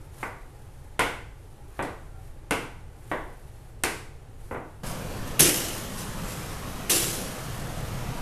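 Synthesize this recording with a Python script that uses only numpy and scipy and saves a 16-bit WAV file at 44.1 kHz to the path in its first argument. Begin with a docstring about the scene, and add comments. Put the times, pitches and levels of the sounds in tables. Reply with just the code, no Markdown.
"""Butchering, then searing

A knife slices meat and knocks on a plastic board in a tiled kitchen; the cuts are slapped down between strokes.
Then the scene jumps to a grill under a roaring hood: two slabs are slapped on the hot bars, steam flashes and hisses.
Blade, hood and steam are shaped noise; board, table and grill body are damped modes; slaps are noise puffs.
Knocks, smacks and slabs excite sparse random echoes.
"""
import sys
import numpy as np
from scipy import signal
from scipy.fft import rfft, irfft
from scipy.io import wavfile
from scipy.ndimage import uniform_filter1d

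SR = 44100
rng = np.random.default_rng(int(sys.argv[2]) if len(sys.argv) > 2 else 0)


def decibels_to_gain(level_db):
    """Convert a level in decibels to a linear amplitude gain (20 dB per decade)."""
    exponent = np.asarray(level_db, float) / 20
    return 10 ** exponent


def persist_wave(psi):
    """Save psi, clipped to +-1, as 16-bit WAV."""
    counts = np.round(np.clip(psi, -1, 1) * 32767).astype(np.int16)
    wavfile.write(sys.argv[1], SR, np.atleast_2d(counts).T)


N = 362061
JUMP_S = 4.8325  # kitchen to grill


def evened(x):
    """Scales to rms 1."""
    return x / np.sqrt(np.mean(x ** 2) + 1e-20)


def read(points, hz):
    """Value of a (Hz, value) table on a log axis."""
    f, value = np.transpose(points)
    return np.interp(np.log(hz + 1), np.log(f + 1), value)


def add(mix, s, sound):
    """Mixes a sound in at s seconds."""
    part = mix[round(s * SR):][:len(sound)]
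    part += sound[:len(part)]


def coloured(x, points):
    """Filters x by a spectrum."""
    gain = decibels_to_gain(read(points, np.fft.rfftfreq(len(x), 1 / SR)))
    return irfft(rfft(x) * gain, len(x))


def hiss(points, patchy_db, flicker_db, size):
    """Noise of a spectrum with drifting patches and a flicker shared by all frequencies; rms 1."""
    frames, hz = 4 * N // size + 5, np.fft.rfftfreq(size, 1 / SR)
    a, b, patches = rng.standard_normal((frames, len(hz), 3)).T
    patches = uniform_filter1d(patches, size=6, axis=0)
    patches = evened(uniform_filter1d(patches, size=20, axis=1))
    flicker = evened(uniform_filter1d(rng.standard_normal(frames), size=3))
    level_db = read(points, hz)[:, None] + patchy_db * patches + flicker_db * flicker
    z = (a + 1j * b) * decibels_to_gain(level_db)
    return evened(signal.istft(z, nperseg=size, noverlap=3 * size // 4)[1][:N])


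def peak(s, db, rise, fade):
    """Gain that climbs to db at s seconds and falls after it, both in dB per second."""
    t = np.arange(N) / SR - s
    return decibels_to_gain(db + np.minimum(rise * t, -fade * t))


def ring(modes, spread, slant_db=0):
    """Damped modes of alternate sign, randomly detuned and tilted by slant_db; energy of a 1 ms pulse."""
    t = np.arange(SR // 8) / SR
    hz, width, db = np.transpose(modes)[:, :, None]
    detune = rng.standard_normal((len(modes), 1))
    side = (-1.) ** np.arange(len(modes))[:, None]
    swing = side * np.sin(2 * np.pi * hz * (1 + spread * detune) * t)
    weight = decibels_to_gain(db + slant_db * np.log2(hz / hz.mean()))
    sound = (weight * np.exp(-np.pi * width * t) * swing).sum(0)
    return sound / np.linalg.norm(sound) * np.sqrt(SR / 1000)


def puff(points, t60):
    """A short burst of coloured noise; peak 1."""
    t = np.arange(SR // 8) / SR
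    noise = coloured(rng.standard_normal(len(t)), points)
    sound = noise * decibels_to_gain(-60 * t / t60) * np.minimum(t / 0.00025, 1)
    return sound / abs(sound).max()


# the first echoes come from single near surfaces and differ widely in size
EARLY_DB, EARLY_S = 4, 0.038


def echoes(decays, gap_s):
    """Sparse taps of random sign after a gap, each band dying at its own speed; energy 1."""
    t = np.arange(SR) / SR
    taps, at = np.zeros(SR), np.arange(0, SR - 16, 16)
    taps[at + rng.integers(0, 16, len(at))] = rng.choice([-1., 1.], len(at))
    uneven = np.minimum(rng.exponential(1, SR), 5) - 1
    taps *= decibels_to_gain(EARLY_DB * uneven * np.exp(-t / EARLY_S))
    hz, frame_s, z = signal.stft(taps, SR, nperseg=256)
    decay = decibels_to_gain(-60 * frame_s / read(decays, hz)[:, None])
    tail = signal.istft(z * decay, SR, nperseg=256)[1][:SR]
    tail *= np.clip(t / gap_s - 1, 0, 1)
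    return tail / np.linalg.norm(tail)


def in_room(x, decays, wet_db, gap_s):
    """Direct sound plus its echoes."""
    out = decibels_to_gain(wet_db) * signal.fftconvolve(x, echoes(decays, gap_s))
    add(out, 0, x)
    return out


# Kitchen noise spectrum. Each row: frequency in Hz, relative density in dB per Hz.
KITCHEN_SPECTRUM = [(12, -20), (25, 3), (40, -6.5), (55, -9.5), (120, -8), (180, -26.5), (400, -24),
                    (700, -31), (820, -27), (950, -34), (1400, -36.5), (2500, -42.5), (5000, -49),
                    (10000, -47.5), (14000, -54)]
KITCHEN_RMS_DB = -42


def kitchen_air():
    """Fans and fridges: steady noise, mostly low."""
    return decibels_to_gain(KITCHEN_RMS_DB) * hiss(KITCHEN_SPECTRUM, patchy_db=0.9, flicker_db=0.3, size=2048)


# Hands turning the wet meat. Each row: start in seconds, length in seconds, level in dB.
HANDLING = [(-.1, 0.27, -61), (.3, .7, -63), (1.303, 0.37, -64.5), (1.85, 0.36, -65), (3.15, 0.63, -61),
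            (4.58, .4, -65)]
HANDLING_EDGE_S = 0.11
# Blade through the meat. Each row: end in seconds, level in dB, swell in dB per second, length in seconds.
STROKES = [(0.221, -46.5, 125, .2), (1.798, -52.5, 85, .2), (2.275, -57, 100, .12), (3.125, -51, 84, .2),
           (4.537, -54.5, 25, .13)]
STROKE_FADE_DB_PER_S, STROKE_EDGE_S = 150, 0.03
# Wet hiss spectrum. Each row: frequency in Hz, relative density in dB per Hz.
SLICE_SPECTRUM = [(1500, 1.5), (3000, -5), (5000, -8), (8000, -5), (10500, -1.5), (13000, -6), (14500, -7)]


def slicing():
    """The blade hisses louder as it speeds up, then dies with the room; handling swells and ebbs; powers add."""
    t = np.arange(N) / SR
    power = np.zeros(N)
    for s, db, swell, length in STROKES:
        begun = np.clip(1 + (t - s + length) / STROKE_EDGE_S, 0, 1)
        power += (peak(s, db, swell, STROKE_FADE_DB_PER_S) * begun) ** 2
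    for s, length, db in HANDLING:
        inside_s = np.minimum(t - s, s + length - t)
        power += (decibels_to_gain(db) * np.clip(inside_s / HANDLING_EDGE_S, 0, 1)) ** 2
    return np.sqrt(power) * hiss(SLICE_SPECTRUM, patchy_db=0.0, flicker_db=1.5, size=512)


# Board modes. Each row: frequency in Hz, width in Hz, level in dB.
BOARD_MODES = [(590, 320, 2), (964, 170, 0), (1150, 122, -4.5), (1486, 147, -3.5), (2000, 226, -1.5),
               (2390, 327, 0), (2643, 400, 0), (3740, 1050, 0)]
# Modes of the table under the board. Each row: frequency in Hz, width in Hz, level in dB.
TABLE_MODES = [(296, 76, 0), (479, 62, 1), (177, 216, 1.5)]
# Tiled kitchen decay. Each row: frequency in Hz, t60 in seconds.
TILES_T60 = [(150, 0.55), (400, 0.51), (1000, 0.52), (2800, 0.52), (7000, 0.53), (13000, 0.43)]
KNOCK_ROOM_DB = 7


def blow(knock_db, thud_db, contact_ms, slant_db):
    """Board and table ring with own echoes; board vibrations faster than the contact are hardly excited."""
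    soft = signal.butter(5, 1000 / contact_ms, fs=SR, output="sos")
    knock = decibels_to_gain(knock_db) * signal.sosfilt(soft, ring(BOARD_MODES, 0.028, slant_db))
    thud = decibels_to_gain(thud_db) * ring(TABLE_MODES, spread=0.039)
    knock = in_room(knock, TILES_T60, KNOCK_ROOM_DB, gap_s=0.0012)
    return knock + in_room(thud, TILES_T60, wet_db=11.5, gap_s=0.00087)


# First instant of a smack. Each row: frequency in Hz, relative density in dB per Hz.
CRACK_SPECTRUM = [(4500, -34), (6000, -12), (8500, 4.5), (10500, -6), (12500, -16), (14000, -16.5)]
# Tail of a smack. Each row: frequency in Hz, relative density in dB per Hz.
SMACK_TAIL_SPECTRUM = [(3000, -4), (4500, 0), (6500, -3), (9000, 0), (11500, -2), (14000, -12.5)]


def smack(crack_peak_db, wet_db):
    """Wet flesh and bone on the board: a bright crack of a few milliseconds and its tail off the tiles."""
    crack = decibels_to_gain(crack_peak_db) * puff(CRACK_SPECTRUM, t60=0.0091)
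    tail = coloured(echoes(TILES_T60, gap_s=0.00076), SMACK_TAIL_SPECTRUM)
    out = decibels_to_gain(wet_db) * np.linalg.norm(crack) * tail / np.linalg.norm(tail)
    add(out, .0008, crack)
    return out


def far_ring(db, hz, length_s):
    """Faint far metal: one tone under a half-sine envelope."""
    t = np.arange(0, length_s, 1 / SR)
    return decibels_to_gain(db) * np.sin(np.pi * t / length_s) * np.sin(2 * np.pi * hz * t)


# Blows on the board. Each row: time in seconds, knock level in dB, thud level in dB,
# contact in ms, slant in dB per octave.
BLOWS = [(0.229, -20.5, -35, 0.43, 1.5), (0.993, -11, -24, 0.31, 2), (1.792, -18.5, -29.5, 0.29, -3.5),
         (1.828, -28.5, -31.5, 0.19, -2), (2.509, -14.5, -22.5, 0.32, 1.5), (3.115, -17.5, -27.5, 0.32, -2),
         (3.837, -15.5, -25.5, 0.34, 3.5), (4.511, -26.5, -33, 0.39, -3), (4.546, -27.5, -32, 0.35, -3.5),
         (4.561, -28, -38.5, 0.63, -3)]
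# Smacks. Each row: time in seconds, crack peak in dB, tail energy over crack in dB.
SMACKS = [(0.229, -41.5, 14), (0.9928, -18.5, 6.5), (1.8253, -27.5, 3), (2.5086, -14, 2), (3.042, -46, -3),
          (3.1153, -47, 13.5), (3.836, -10, 2)]
# Rings of metal. Each row: start in seconds, peak in dB, frequency in Hz, length in seconds.
FAR_RINGS = [(1.558, -57, 815, .1), (2.073, -62, 1380, 0.16), (2.12, -53.5, 770, .15),
             (4.62, -59, 1150, 0.094)]


def kitchen():
    """Fans and fridges, the sliding blade, the blows, smacks and far rings."""
    mix = kitchen_air() + slicing()
    for s, *rest in BLOWS:
        add(mix, s - .0004, blow(*rest))
    for s, *rest in SMACKS:
        add(mix, s - .0005, smack(*rest))
    for s, *rest in FAR_RINGS:
        add(mix, s, far_ring(*rest))
    return mix


# Hood noise spectrum. Each row: frequency in Hz, relative density in dB per Hz.
HOOD_SPECTRUM = [(12, -28), (20, 0.5), (33, 0), (54, -11.5), (127, -4.5), (392, -17), (503, -14),
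                 (872, -19), (1120, -18.5), (1250, -19.5), (1470, -22.5), (5230, -34.5), (10400, -38),
                 (13300, -36.5), (14500, -45)]
HOOD_RMS_DB = -33


def hood():
    """Roaring low noise with drifting patches."""
    return decibels_to_gain(HOOD_RMS_DB) * hiss(HOOD_SPECTRUM, patchy_db=1.9, flicker_db=0.42, size=2048)


# Steam spectrum. Each row: frequency in Hz, relative density in dB per Hz.
STEAM_SPECTRUM = [(350, -20), (600, -4), (804, -9.5), (1890, -5.5), (2460, -6), (2780, -1.5), (4090, -3.5),
                  (5480, -0.5), (9100, -2), (10300, -0.5), (13400, -6), (13900, -4.5), (14500, -47)]
POPS_PER_S = 3000


def steam(patchy_db):
    """Dense tiny bursts of boiling juice over a patchy hiss; rms 1."""
    size = decibels_to_gain(3.8 * np.minimum(rng.exponential(1, N), 5))
    pops = size * (rng.random(N) < POPS_PER_S / SR) * rng.choice([-1, 1], N)
    base = hiss(STEAM_SPECTRUM, patchy_db, flicker_db=1.3, size=512)
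    return evened(base + 0.52 * evened(coloured(pops, STEAM_SPECTRUM)))


def with_rush(x, rush_db):
    """Lifts (or, below 0, cuts) the broad rush under the thin hiss."""
    return x + (decibels_to_gain(rush_db) - 1) * coloured(x, [(3000, -2.5), (4500, -24)])


BOIL_RISE_MS = 2.8  # the juice takes a moment to boil


def since(s):
    """Seconds since a slab landed, and the gain of its juice starting to boil."""
    after = np.maximum(np.arange(N) / SR - s, 0)
    return after, 1 - np.exp(-1000 * after / BOIL_RISE_MS)


SIMMER_DB, SIMMER_RISE_DB_PER_S, SIMMER_RUSH_DB = -51, 0.1, 6
SEAR_DB, SEAR_DB_PER_S = -43, 12


def simmer():
    """Slowly rising simmer, joined in power by each slab's last, slowest-dying steam."""
    t = np.arange(N) / SR
    power = decibels_to_gain(SIMMER_DB + SIMMER_RISE_DB_PER_S * (t - JUMP_S)) ** 2
    for s, _, _ in SLABS:
        after, start = since(s)
        power += (start * decibels_to_gain(SEAR_DB - SEAR_DB_PER_S * after)) ** 2
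    return np.sqrt(power) * with_rush(steam(patchy_db=0.5), SIMMER_RUSH_DB)


# Fat dripping. Each row: peak time in seconds, level in dB, rise in dB per second, fade in dB per second.
FLARES = [(4.872, -38.5, 400, 110), (5.99, -37, 300, 117), (6.31, -39.5, 155, 83), (6.54, -50, 82, 250),
          (6.72, -48.5, 150, 40), (5.277, -43, 900, 300)]
FLARE_RUSH_DB = -0.5


def flares():
    """Drips of fat hiss up and fade."""
    gain = sum(peak(*row) for row in FLARES)
    return gain * with_rush(steam(patchy_db=3.0), FLARE_RUSH_DB)


# Slabs landing. Each row: time in seconds, direct slap peak in dB, thud level in dB.
SLABS = [(5.3934, -2, -15), (6.8961, -5.5, -20)]
# Slap spectrum. Each row: frequency in Hz, relative density in dB per Hz.
SLAP_SPECTRUM = [(800, -17), (1500, -2), (2800, 10), (5000, -40), (12000, 6)]
SLAP_T60_S = 0.037
# Grill body modes. Each row: frequency in Hz, width in Hz, level in dB.
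GRILL_MODES = [(336, 56, 0.5), (220, 55, -7.5), (168, 46, -4), (490, 40, -11)]
# Grill room decay. Each row: frequency in Hz, t60 in seconds.
GRILL_ROOM_T60 = [(150, 0.73), (400, 1), (1500, 1), (5000, 0.91), (13000, 0.12)]


def slabs():
    """Each slab slaps the bars, a noise puff, and shakes the grill body, which rings."""
    mix = np.zeros(N)
    for s, slap_db, thud_db in SLABS:
        slap = decibels_to_gain(slap_db) * puff(SLAP_SPECTRUM, SLAP_T60_S)
        thud = decibels_to_gain(thud_db) * ring(GRILL_MODES, spread=0.063)
        add(mix, s, in_room(slap, GRILL_ROOM_T60, wet_db=-24.0, gap_s=0.0087))
        add(mix, s + 0.00476, in_room(thud, GRILL_ROOM_T60, wet_db=8.5, gap_s=0.002))
    return mix


# Steel bars humming. Each row: frequency in Hz, width in Hz, lift in dB.
BAR_HUM = [(1865, 30, -9), (2710, 47, 0), (5430, 53, 6), (6300, 220, 5), (7470, 46, 5), (8070, 160, -7),
           (8700, 140, -10), (9490, 160, -6), (9500, 110, -5), (9900, 160, 6), (11100, 120, 9),
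           (11480, 140, 7), (12500, 150, -15), (13100, 140, -11)]


def humming(x):
    """The freshly struck bars lift their own frequencies; rms 1."""
    f = np.fft.rfftfreq(N, 1 / SR)
    hum = sum(decibels_to_gain(db) / (1 + (2 * (f - hz) / width) ** 2) for hz, width, db in BAR_HUM)
    return evened(irfft(rfft(x) * (1 + hum), N))


# Steam per slab, in slab order. Each row: burst level in dB, boil level in dB, boil rush in dB.
FLASHES = [(-11, -17.5, 4.5), (-20, -18.5, 1.5)]
# Tint of the first burst, spectrum of the spits. Each row: frequency in Hz, gain in dB.
BURST_TINT = [(4500, -4.5), (7000, -2), (10500, 2.5), (12500, -1), (14000, -7)]
BURST_DB_PER_S, BURST_RUSH_DB, BOIL_DB_PER_S = 198, -8, 60


def flashes():
    """Each slab's juice flashes: a fast-dying burst with humming bars, then a slower boil."""
    burst = with_rush(coloured(humming(steam(patchy_db=1.5)), BURST_TINT), BURST_RUSH_DB)
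    boil = steam(patchy_db=2.0)
    mix = np.zeros(N)
    for (s, _, _), (burst_db, boil_db, rush_db) in zip(SLABS, FLASHES):
        after, start = since(s)
        mix += start * decibels_to_gain(burst_db - BURST_DB_PER_S * after) * burst
        mix += start * decibels_to_gain(boil_db - BOIL_DB_PER_S * after) * with_rush(boil, rush_db)
    return mix


# Fat spitting. Each row: time in seconds, peak in dB.
SPITS = [(5.4064, 6), (5.4944, -11), (5.5447, -11.5), (6.905, -17), (6.9123, -25)]


def spits():
    """Fat spits: puffs of noise a few milliseconds long."""
    mix = np.zeros(N)
    for s, db in SPITS:
        add(mix, s - .001, decibels_to_gain(db) * puff(BURST_TINT, t60=0.012))
    return mix


def grill():
    """Hood, simmer and flares, with slabs, their steam and spitting fat on top."""
    return hood() + simmer() + flares() + slabs() + flashes() + spits()


def scene():
    """Kitchen first, then the grill."""
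    later = np.clip((np.arange(N) / SR - JUMP_S) / 0.0016, 0, 1)
    return ((1 - later) * kitchen() + later * grill())[None]


def top_cut(x):
    """Nothing passes above the cut-off."""
    return signal.sosfilt(signal.butter(12, 15100, fs=SR, output="sos"), x)


EDGE_HZ = 13750


def record(dry):
    """A soft ceiling on the peaks, then the band limit."""
    edge = signal.firwin(255, EDGE_HZ, window=("kaiser", 9), fs=SR)
    limited = 0.84 * np.tanh(dry / 0.96)
    mix = signal.oaconvolve(limited, edge[None], "same")
    return top_cut(mix)


dry = scene()
out = record(dry)
persist_wave(out)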